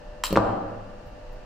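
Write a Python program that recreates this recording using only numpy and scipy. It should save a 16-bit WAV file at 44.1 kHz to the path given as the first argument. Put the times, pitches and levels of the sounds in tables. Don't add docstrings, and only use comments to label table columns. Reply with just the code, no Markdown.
import sys
import numpy as np
from scipy import signal
from scipy.fft import rfft, irfft
from scipy.io import wavfile

SR = 44100
rng = np.random.default_rng(int(sys.argv[2]) if len(sys.argv) > 2 else 0)


def generate_wav(signal):
    frames = np.transpose(np.atleast_2d(signal))
    scaled = np.clip(frames, -1, 1) * 32767
    pcm = np.round(scaled).astype(np.int16)
    wavfile.write(sys.argv[1], SR, pcm)


N = 63945


def amp(db):
    return 10 ** (np.asarray(db) / 20)


def unit_rms(x):
    return x / np.sqrt(np.mean(abs(x) ** 2) + 1e-20)


def curve_at(points, hz):
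    f, value = np.transpose(points)
    return np.interp(np.log(hz + 1), np.log(f + 1), value)


def add(mix, start_s, sound):
    part = mix[round(start_s * SR):][:len(sound)]
    part += sound[:len(part)]


def correlate_pair(z, correlation):
    correlation = np.clip(correlation, -1, 1)
    mid = np.sqrt((1 + correlation) / 2) * z[0]
    side = np.sqrt((1 - correlation) / 2) * z[1]
    return np.array([mid + side, mid - side])


def click(spectrum, size=2048):
    log_gain = np.log(amp(curve_at(spectrum, abs(np.fft.fftfreq(size, 1 / SR)))))
    return np.fft.ifft(np.exp(np.conj(signal.hilbert(log_gain)))).real


def ring(modes):
    t = np.arange(N) / SR
    return sum(amp(db - 60 * t / t60) * np.cos(2 * np.pi * hz * t) for hz, db, t60 in modes)


def highpass(x, low_hz):
    return signal.sosfilt(signal.butter(1, low_hz, "high", fs=SR, output="sos"), x)


def bandpass(x, low_hz, high_hz):
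    return signal.sosfilt(signal.butter(6, high_hz, fs=SR, output="sos"), highpass(x, low_hz))


# f/Hz, relative level/dB
AIR_SPECTRUM = [(10, -13), (28, 2.5), (48, -13.5), (72, -16), (100, -18), (170, -21.5), (420, -25),
                (580, -19.5), (700, -21), (880, -23.5), (1050, -30), (1750, -32.5), (2200, -40),
                (2800, -35), (3300, -44.5), (4600, -42.5), (6500, -49.5), (10000, -61.5), (16000, -69)]
# f/Hz, correlation
AIR_COHERENCE = [(30, 0.93), (130, 1), (300, 0.79), (550, 0.3), (800, .1), (1500, 0.45), (3500, .05),
                 (12000, 0.058)]
def air(rms_db=-41.5):
    hz = np.fft.rfftfreq(N, 1 / SR)
    white = correlate_pair(rfft(rng.standard_normal((2, N))), curve_at(AIR_COHERENCE, hz))
    return amp(rms_db) * unit_rms(irfft(white * amp(curve_at(AIR_SPECTRUM, hz)), N))


# f/Hz, rms level/dB
HUM_TONES = [(500.6, -53.5), (597.5, -51), (796.7, -66.5), (1174, -66), (1771, -68), (2724, -72.5)]
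def machine_hum(waver_depth=0.47, waver_hz=12.5, correlation=0.74):
    t, out = np.arange(N) / SR, np.zeros((2, N))
    waver_band = np.exp(-(np.fft.fftfreq(N, 1 / SR) / waver_hz) ** 2)
    steady = np.exp(0.5j * np.arccos(correlation) * np.array([[1], [-1]]))
    for hz, db in HUM_TONES:
        noise = rng.standard_normal((2, N)) + 1j * rng.standard_normal((2, N))
        drift = unit_rms(np.fft.ifft(waver_band * noise))
        envelope = steady + waver_depth * correlate_pair(drift, correlation)
        out += amp(db) * unit_rms((envelope * np.exp(2j * np.pi * hz * t)).real)
    return out


# f/Hz, correlation
ECHO_COHERENCE = [(100, 1), (250, 0.89), (500, 0.43), (900, -0.17), (2000, 0.6), (8000, -0.36)]
def diffuse_noise():
    correlation = curve_at(ECHO_COHERENCE, np.fft.rfftfreq(N, 1 / SR))
    return irfft(correlate_pair(rfft(rng.standard_normal((2, N))), correlation), N)


# f/Hz, T60/s
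TAIL_T60 = [(80, 0.93), (250, 1.19), (750, 0.93), (1400, 1.23), (3000, 0.97), (7000, 0.62), (14000, 0.16)]
# f/Hz, level/dB
TAIL_SPECTRUM = [(60, 1), (150, 3.5), (300, 1), (500, -0.5), (750, 10), (1000, -4), (1400, -1),
                 (2000, -5.5), (4500, -6.5), (7500, -9), (9000, -6), (14000, -18)]
def workshop(x, early_db=-5, early_delay_s=0.0049, early_t60_s=0.16, tail_delay_s=0.004, build_s=0.073):
    t = np.arange(N) / SR
    early = diffuse_noise() * (t > early_delay_s) * amp(-60 * t / early_t60_s)
    early *= amp(early_db) / np.linalg.norm(early[0])
    hz, frame_s, bands = signal.stft(diffuse_noise(), SR, nperseg=512)
    decay_rate = np.log(1000) / curve_at(TAIL_T60, hz)[:, None]
    decay = np.exp(-decay_rate * frame_s) * np.sqrt(2 * decay_rate / SR)
    bands = bands * amp(curve_at(TAIL_SPECTRUM, hz))[:, None] * decay
    tail = signal.istft(bands, SR, nperseg=512)[1][:, :N]
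    tail *= np.clip((t - tail_delay_s) / build_s, 0, 1)
    return signal.fftconvolve(x[None], early + tail, axes=1)[:, :N]


# f/Hz, relative level/dB
SCUFF_SPECTRUM = [(100, -22), (7000, -33), (9500, -15), (10800, -13.5), (12300, -11), (13800, -4),
                  (15700, -13.5)]
# t/s, rise/s, decay/s, level/dB
SCUFF_STROKES = [(0.3277, .0008, 0.002, -31), (1.044, 0.028, .025, -73), (1.315, 0.011, 0.016, -69)]
def scuffs():
    t, out = np.arange(SR // 5) / SR, np.zeros(N)
    for start_s, rise_s, decay_s, db in SCUFF_STROKES:
        hiss = signal.fftconvolve(rng.standard_normal(len(t)), click(SCUFF_SPECTRUM))[:len(t)]
        envelope = np.minimum(t / rise_s, 1) * np.exp(-np.maximum(t - rise_s, 0) / decay_s)
        add(out, start_s, amp(db) * unit_rms(hiss) * envelope)
    return out


# f/Hz, level/dB, T60/s
BENCH_TOP_MODES = [(51, -34.5, .22), (100, -39.5, 1.5), (106.7, -33.5, 0.92), (184.9, -29.5, 1.6),
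                   (199, -25.5, 0.12), (299.5, -23, 0.096), (404.5, -33, 0.93), (475.7, -27, .09),
                   (536, -20.5, .085), (544, -40.5, 0.92), (659, -41, 0.5), (763, -38, 0.83),
                   (804, -41, 1.1), (973, -20.5, 0.044), (1159, -21, 0.051), (1292, -30, 0.035),
                   (1490, -33, 0.085)]
def bench_top(push_db=20.5):
    response = ring(BENCH_TOP_MODES)
    response[0] += amp(push_db)
    return -response


def nudge(start_s=1.058, gain_db=-11, damping_s=0.085):
    t, out = np.arange(N) / SR, np.zeros(N)
    bump = bandpass(bench_top(), low_hz=40, high_hz=102)
    add(out, start_s, amp(gain_db) * bump * np.exp(-t / damping_s))
    return out


# f/Hz, level/dB
CONTACT_SPECTRUM = [(100, -28), (650, 0), (1000, 15), (1900, 1), (3000, 8.5), (3550, 1), (4300, 4.5),
                    (5800, -1), (6500, -6), (8200, 0), (10000, -12.5), (16000, -21)]
def contact(rise_s=0.001, decay_s=0.0019):
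    t = np.arange(SR // 40) / SR
    grit = rng.standard_normal(len(t)) * np.minimum(t / rise_s, 1) * np.exp(-t / decay_s)
    return signal.fftconvolve(grit / np.linalg.norm(grit), click(CONTACT_SPECTRUM))


def rasp(start_s=0.243, gain_db=-7.5, catches_per_s=2200, fade_s=0.03):
    t, out = np.arange(SR // 5) / SR, np.zeros(N)
    catches = rng.standard_normal(len(t)) * (rng.random(len(t)) < catches_per_s / SR)
    catches *= np.exp(-t / fade_s)
    scrape = signal.fftconvolve(catches / np.linalg.norm(catches), contact())
    add(out, start_s, amp(gain_db) * highpass(scrape, low_hz=3000))
    return out


# f/Hz, level/dB, T60/s
MOULD_MODES = [(1303, -49, .22), (3050, -39, .05), (3844, -43, .28), (3950, -40, .18), (4064, -40, .18),
               (4290, -40, .1), (5265, -45, .1), (7400, -24, .06), (7485, -32, .06), (8000, -37, .05),
               (10050, -45, .24), (11490, -46, .07), (13000, -47, .1), (13600, -40, .2), (14770, -50, .07)]
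def mould_ring():
    return ring(MOULD_MODES)


# t/s, thud level/dB, lower f/Hz, upper f/Hz, tick level/dB
LANDINGS = [(0.3066, -12, 60.5, 454, -13), (0.3266, -4, 60, 620, -10), (0.3578, -11.5, 700, 2350, -26.5),
            (.3620, -9.5, 298, 1574, -37), (0.3628, -0.5, 58.6, 481.5, -8), (0.3726, 3.5, 218, 1315, -15.5),
            (0.3761, -11, 510, 1110, -42), (0.3828, -13, 394, 1300, -41), (0.403, -11, 240, 1110, -47)]
def thuds(tick_ring_db=-17):
    out, boom = np.zeros(N), bench_top()
    piece_ring = amp(tick_ring_db) * mould_ring()
    for start_s, thud_db, low_hz, high_hz, tick_db in LANDINGS:
        tick = piece_ring.copy()
        add(tick, 0, contact())
        add(out, start_s, amp(thud_db) * bandpass(boom, low_hz, high_hz))
        add(out, start_s, amp(tick_db) * bandpass(tick, low_hz=500, high_hz=7500))
    return out


# t/s, crack level/dB, ring level/dB, lower f/Hz of the crack
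COLLISIONS = [(0.237, 2, 2, 505), (0.2494, -5, -9.5, 2540), (0.255, -3.5, -6, 3500), (0.267, -6, -21, 2850)]
def clacks(ring_rise_s=0.0024):
    t, out = np.arange(N) / SR, np.zeros(N)
    piece_ring = mould_ring() * np.minimum(t / ring_rise_s, 1)
    for start_s, crack_db, ring_db, low_hz in COLLISIONS:
        add(out, start_s, amp(crack_db) * highpass(contact(), low_hz))
        add(out, start_s, amp(ring_db) * piece_ring)
    return out


def scene(balance_db=0.37):
    direct = clacks() + rasp() + thuds() + scuffs() + nudge()
    balance = amp([[balance_db], [-balance_db]])
    return (direct + workshop(direct)) * balance + air() + machine_hum()


def record(dry):
    lowpass = signal.firwin(511, cutoff=16200, window=("kaiser", 9), fs=SR)
    return signal.oaconvolve(np.clip(dry, -1, 1), lowpass[None], "same")


dry = scene()
out = record(dry)
generate_wav(out)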